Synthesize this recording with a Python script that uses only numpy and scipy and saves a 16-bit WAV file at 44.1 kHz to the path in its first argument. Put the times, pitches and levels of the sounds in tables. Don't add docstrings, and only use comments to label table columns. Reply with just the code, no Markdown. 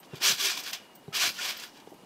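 import sys
import numpy as np
from scipy import signal
from scipy.io import wavfile

SR = 44100
rng = np.random.default_rng(int(sys.argv[2]) if len(sys.argv) > 2 else 0)


def log_audio(samples):
    frames = np.atleast_2d(samples).T
    limited = np.clip(frames, -1, 1)
    pcm = np.round(limited * 32767).astype(np.int16)
    wavfile.write(sys.argv[1], SR, pcm)


def nominal_scale(level):
    x = np.asarray(level, float) / 20
    return 10 ** x


N = 90404


def rms_one(x):
    return x / np.sqrt(np.mean(x ** 2) + 1e-20)


def drift(rate_hz):
    r = np.exp(-2 * np.pi * rate_hz / SR)
    settle = 9000
    wander = signal.lfilter([1], [1, -2 * r, r * r], rng.standard_normal(N + settle))
    return rms_one(wander[settle:])


def resonance(x, hz, width_hz):
    r = np.exp(-np.pi * width_hz / SR)
    feedback = [1, -2 * r * np.cos(2 * np.pi * hz / SR), r * r]
    return signal.lfilter(np.array([1, 0, -1]) * (1 - r * r) / 2, feedback, x)


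def ring(start_s, peak_db, hz, t60_s, rise_s):
    t = np.maximum(np.arange(N) / SR - start_s, 0)
    decay = nominal_scale(peak_db - 60 * np.minimum(t / t60_s, 3))
    rise = -np.expm1(-t / rise_s)
    return decay * rise * np.sin(2 * np.pi * hz * t) * (t < 3 * t60_s)


def swell(start_s, length_s):
    return np.sin(np.pi * np.clip((np.arange(N) / SR - start_s) / length_s, 0, 1))


def bands(sources, spectrum, tilt_db, flicker_db):
    hz, level_db = np.transpose(spectrum)
    edges_hz = 40 * 2 ** np.arange(0, 8.8, 1 / 3)
    out = 0
    for k, (low, high) in enumerate(zip(edges_hz, edges_hz[1:])):
        mid = np.sqrt(low * high)
        db = np.interp(np.log(mid), np.log(hz), level_db, left=level_db[0] - 12)
        sos = signal.butter(2, [low, high], "band", fs=SR, output="sos")
        band = signal.sosfilt(sos, sources[k % 2])
        out = out + nominal_scale(db + tilt_db * np.log2(mid / 3500) + flicker_db * drift(8.8)) * band
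    return out


def garden():
    # frequency in Hz, level in dB per Hz.
    garden_colour = [(24, -55), (40, -3), (124, -11), (199, -1.5), (663, -8.5), (852, -4.5), (1340, -17),
                     (1550, -15), (16000, -32)]
    floor = bands(rng.standard_normal((2, N)), garden_colour, 0, flicker_db=1.2)
    return nominal_scale(-55) * rms_one(floor)


def humming_spring():
    # time in seconds, level in dB.
    hum_level = [(0, -77), (.1, -75), (.75, -64.5), (.9, -66), (1.0, -70), (1.05, -80), (1.6, -69),
                 (1.75, -69), (1.9, -71), (2.05, -78)]
    hum_hz, width_hz, steady_share = 2885, 70, 1.3
    waver_hz, throb_db = 20, 2.5
    narrow = resonance(rng.standard_normal(N), hum_hz, width_hz)
    narrow = rms_one(resonance(narrow, hum_hz, width_hz))
    phase = 2 * np.pi * np.cumsum(hum_hz + waver_hz * drift(8)) / SR
    tone = np.sin(phase) * nominal_scale(throb_db * drift(18))
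    envelope_db = np.interp(np.arange(N) / SR, *np.transpose(hum_level))
    return nominal_scale(envelope_db) * (narrow + steady_share * tone)


def tinks():
    # start in seconds, level in dB.
    touches = [
        (.0001, -49),
        (.59, -50),
        (.599, -38),
        (.708, -44),
        (.9505, -50),
        (.9545, -46),
        (.987, -62),
        (1.571, -45),
    ]
    # frequency in Hz, level in dB, t60 in seconds.
    hook_modes = [(8150, -5, .045), (12750, -9, .04), (13150, 0, .075), (15050, -3, .05), (15250, -5, .02)]
    luck_db = rng.normal(0, 1.5, (len(touches), len(hook_modes)))
    out = 0
    for i, (start, db) in enumerate(touches):
        for k, (hz, gain_db, t60) in enumerate(hook_modes):
            out = out + ring(start, db + gain_db + luck_db[i, k], hz, t60, rise_s=.001)
    return out


def effort():
    # time in seconds, rush level in dB, brightness in dB per octave.
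    first_bounce = [
        [(0.02, -80, -12), (0.032, -55.5, -5), (0.058, -62, 6), (0.08, -74, -6), (0.114, -59.5, -8.5),
         (0.154, -49.5, -6), (0.2, -58, -7)],
        [(0.205, -45, -2), (0.225, -29.5, 1.5), (0.245, -24.5, 1.3), (0.27, -20.5, 1.1), (0.3, -22.5, 2),
         (0.319, -24.5, 3), (0.37, -42, 3)],
        [(0.375, -39.5, 3), (0.407, -29.5, 2.2), (0.471, -24, 2), (0.57, -39, -0.2)],
        [(0.59, -38, 0), (0.624, -45.5, -4), (0.682, -36, 0.5), (0.712, -43, 4), (0.717, -55, -5),
         (0.725, -47, -8), (0.732, -34, -0.5), (0.798, -54.5, 0.5), (0.95, -73, -7)],
    ]
    second_bounce = [
        [(1.115, -109, -12), (1.129, -42.5, -3), (1.153, -28.5, 1.7), (1.195, -30, -0.3), (1.213, -23.5, 0.8),
         (1.261, -25, 1.4), (1.29, -30.5, 1.5), (1.31, -40.5, 4.5), (1.34, -47.5, 2.2)],
        [(1.345, -45.5, 4), (1.401, -37, -0.8), (1.497, -30, 0), (1.56, -46, -0.5)],
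        [(1.57, -41.5, 1.8), (1.624, -44, 0), (1.636, -40.5, 3), (1.714, -63.5, -0.5), (1.776, -54.5, -2.5),
         (1.864, -73, -11), (1.872, -56, -10), (1.9, -83, 7)],
    ]
    # start in seconds, peak in dB, t60 in seconds, brightness in dB per octave.
    scuffs = [(.152, -44.5, 0.19, 6.5), (0.57, -29.5, 0.14, -0.5), (0.633, -39.5, 0.11, 10),
              (.655, -39, .1, 1), (.675, -33, 0.059, -0.5), (0.696, -36, 0.073, -3),
              (0.729, -29, 0.097, 1.5), (.951, -60, 0.069, 6), (1.596, -38.5, 0.072, 9.5),
              (1.632, -33, 0.073, -1), (1.77, -51, 0.051, 6), (1.798, -47.5, 0.068, 1),
              (1.8709, -62, 0.03, 9), (1.885, -73, 0.27, 17), (1.903, -70, .04, 13),
              (1.9383, -66, 0.05, 16), (1.178, -22, .03, -2), (1.203, -28, 0.033, -1),
              (0.502, -25.5, 0.065, 5), (1.386, -38, 0.051, 4), (1.45, -32, 0.13, -1), (.395, -36, .08, 14)]
    scuff_rise_s = .004
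    t = np.arange(N) / SR
    s, db, bright = np.transpose(sum(first_bounce + second_bounce, []))
    power = nominal_scale(2 * np.interp(t, s, db, left=-120))
    tilt = np.interp(t, s, np.clip(bright, -6, 6))
    for start, peak_db, t60, colour in scuffs:
        u = np.maximum(t - start, 0)
        decay = nominal_scale(peak_db - 60 * np.minimum(u / t60, 3))
        more = (decay * np.minimum(u / scuff_rise_s, 1)) ** 2
        tilt = (tilt * power + colour * more) / (power + more)
        power = power + more
    return np.sqrt(power), tilt


def fibres():
    per_s, spread_db, tick_share = 14000, 3.5, 0.25
    sizes = nominal_scale(spread_db * np.minimum(rng.exponential(1, N), 5)) * rng.choice([-1, 1], N)
    ticks = rms_one(sizes * (rng.random(N) < per_s / SR))
    return np.sqrt(tick_share) * ticks + np.sqrt(1 - tick_share) * rng.standard_normal(N)


def rush():
    # frequency in Hz, level in dB per Hz.
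    rush_colour = [(180, -45), (300, -13), (385, -9), (520, -11), (689, -8.5), (3460, 2), (10200, -31.5),
                   (12300, -36), (16000, -64.5)]
    # frequency in Hz, width in Hz, level in dB.
    weave = [(753, 9.9, -24), (1446, 183, -6), (2450, 160, -8), (3110, 150, -14), (3336, 104, -7.5),
             (4630, 600, -53), (4820, 530, -7), (5800, 950, -4), (11300, 6300, -11.5)]
    coils = [(2150, 40, -22), (2490, 25, -22), (2700, 20, -22), (3050, 35, -21), (3325, 20, -20),
             (3560, 35, -19), (4166, 25, -19), (4300, 20, -22), (4650, 60, -20), (5140, 20, -20),
             (5530, 25, -20), (5880, 45, -22), (6157, 20, -23), (7295, 30, -25)]
    level, tilt = effort()
    threads = [fibres(), fibres()]
    body = bands(threads, rush_colour, tilt, flicker_db=1.0)
    body = body / np.std(bands(threads, rush_colour, 0, 0))
    peaks = 0
    for k, (hz, width_hz, db) in enumerate(weave + coils):
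        peak = rms_one(resonance(threads[k % 2], hz, width_hz))
        sway_db = 1.8 * drift(8.6)
        peaks = peaks + (-1) ** k * nominal_scale(db + tilt * np.log2(hz / 3500) + sway_db) * peak
    clumps = nominal_scale(1.0 * drift(77))
    return level * clumps * (body + peaks) * nominal_scale(-4.0)


def squeaks():
    # start in seconds, length in seconds, frequency in Hz, level in dB.
    squeak_list = [(.225, .085, 395, -43), (.41, .105, 390, -43.5), (1.121, .026, 1290, -42),
                   (1.145, .03, 1250, -46), (1.384, .024, 1430, -39), (1.384, .024, 1790, -39),
                   (1.225, .04, 700, -44), (1.17, .025, 700, -44), (.105, .05, 2750, -57),
                   (.42, .04, 820, -47), (.225, .05, 990, -41), (.39, .035, 1160, -46),
                   (.43, .05, 2170, -41), (.72, .035, 3270, -43)]
    t = np.arange(N) / SR
    out = 0
    for start, length, hz, db in squeak_list:
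        rough = rms_one(resonance(rng.standard_normal(N), hz, width_hz=30))
        tone = np.sin(2 * np.pi * hz * t) + .25 * rough
        out = out + nominal_scale(db) * swell(start, length) * tone
    return out


def thuds():
    # start in seconds, peak in dB, pitch factor.
    footfalls = [(0.1289, -42, 1.08), (0.135, -30.5, 0.96), (.165, -46, 1.1), (0.3, -36, 1.4),
                 (0.31, -46, 1.23), (0.324, -39.5, 0.92), (0.389, -48, 1.94), (1.0807, -32, 1.035),
                 (1.106, -57, 0.68), (1.135, -53, 0.55), (1.237, -48, 0.93), (1.255, -42, 2.2),
                 (1.274, -41, 0.62), (1.301, -41.5, 1.38), (0.211, -41, 2.23), (0.584, -45, 1.7)]
    # frequency in Hz, level in dB, t60 in seconds.
    mat_modes = [(156, 4.5, 0.033), (257, -6, 0.031), (389, -1, 0.045), (660, -1, 0.0099),
                 (920, -12, 0.018), (3700, -12, 0.0088)]
    out = 0
    for start, db, pitch in footfalls:
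        for hz, gain_db, t60 in mat_modes:
            out = out + ring(start, db + gain_db, hz * pitch, t60, rise_s=.0008)
    return out


def knocks():
    # start in seconds, peak in dB, frequency in Hz.
    padding_hits = [(1.8735, -29, 430), (1.874, -36, 780), (1.9185, -33, 340), (1.925, -31, 640),
                    (1.9325, -35, 450), (1.933, -40, 900), (1.944, -42, 270), (2.033, -44, 220),
                    (1.081, -36, 700), (.311, -38, 430), (.131, -40, 480)]
    return sum(ring(start, db, hz, 7.5 / hz, rise_s=.001) for start, db, hz in padding_hits)


def puffs():
    # start in seconds, peak in dB, length in seconds.
    puff_list = [
        (.39, -27, 0.034),
        (1.14, -36, 0.034),
    ]
    return sum(nominal_scale(db) * swell(start, length) ** 2 for start, db, length in puff_list)


def yard(x):
    delay_s, t60_s, echo_db = 0.023, 0.24, -24
    t = np.arange(SR // 2) / SR
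    tail = rng.standard_normal(len(t)) * nominal_scale(-60 * t / t60_s) * (t > delay_s)
    tail = signal.lfilter([.5], [1, -.5], tail)
    return nominal_scale(echo_db) * signal.fftconvolve(x, tail / np.linalg.norm(tail))[:N]


def scene():
    mat = rush()
    mat = mat - .7 * resonance(mat, 10150, width_hz=300)
    near = mat + tinks() + squeaks() + thuds() + knocks()
    mono = near + yard(near) + garden() + humming_spring() + puffs()
    return np.tile(mono, (2, 1))


def band_limit(x):
    return signal.sosfilt(signal.butter(12, 16470, fs=SR, output="sos"), x)


def record(dry):
    x = signal.sosfilt(signal.butter(4, 105, "high", fs=SR, output="sos"), dry)
    x = x + nominal_scale(-85) * drift(25)
    x = signal.sosfilt(signal.cheby2(24, 70, 16020, fs=SR, output="sos"), x)
    return band_limit(x)


dry = scene()
out = record(dry)
log_audio(out)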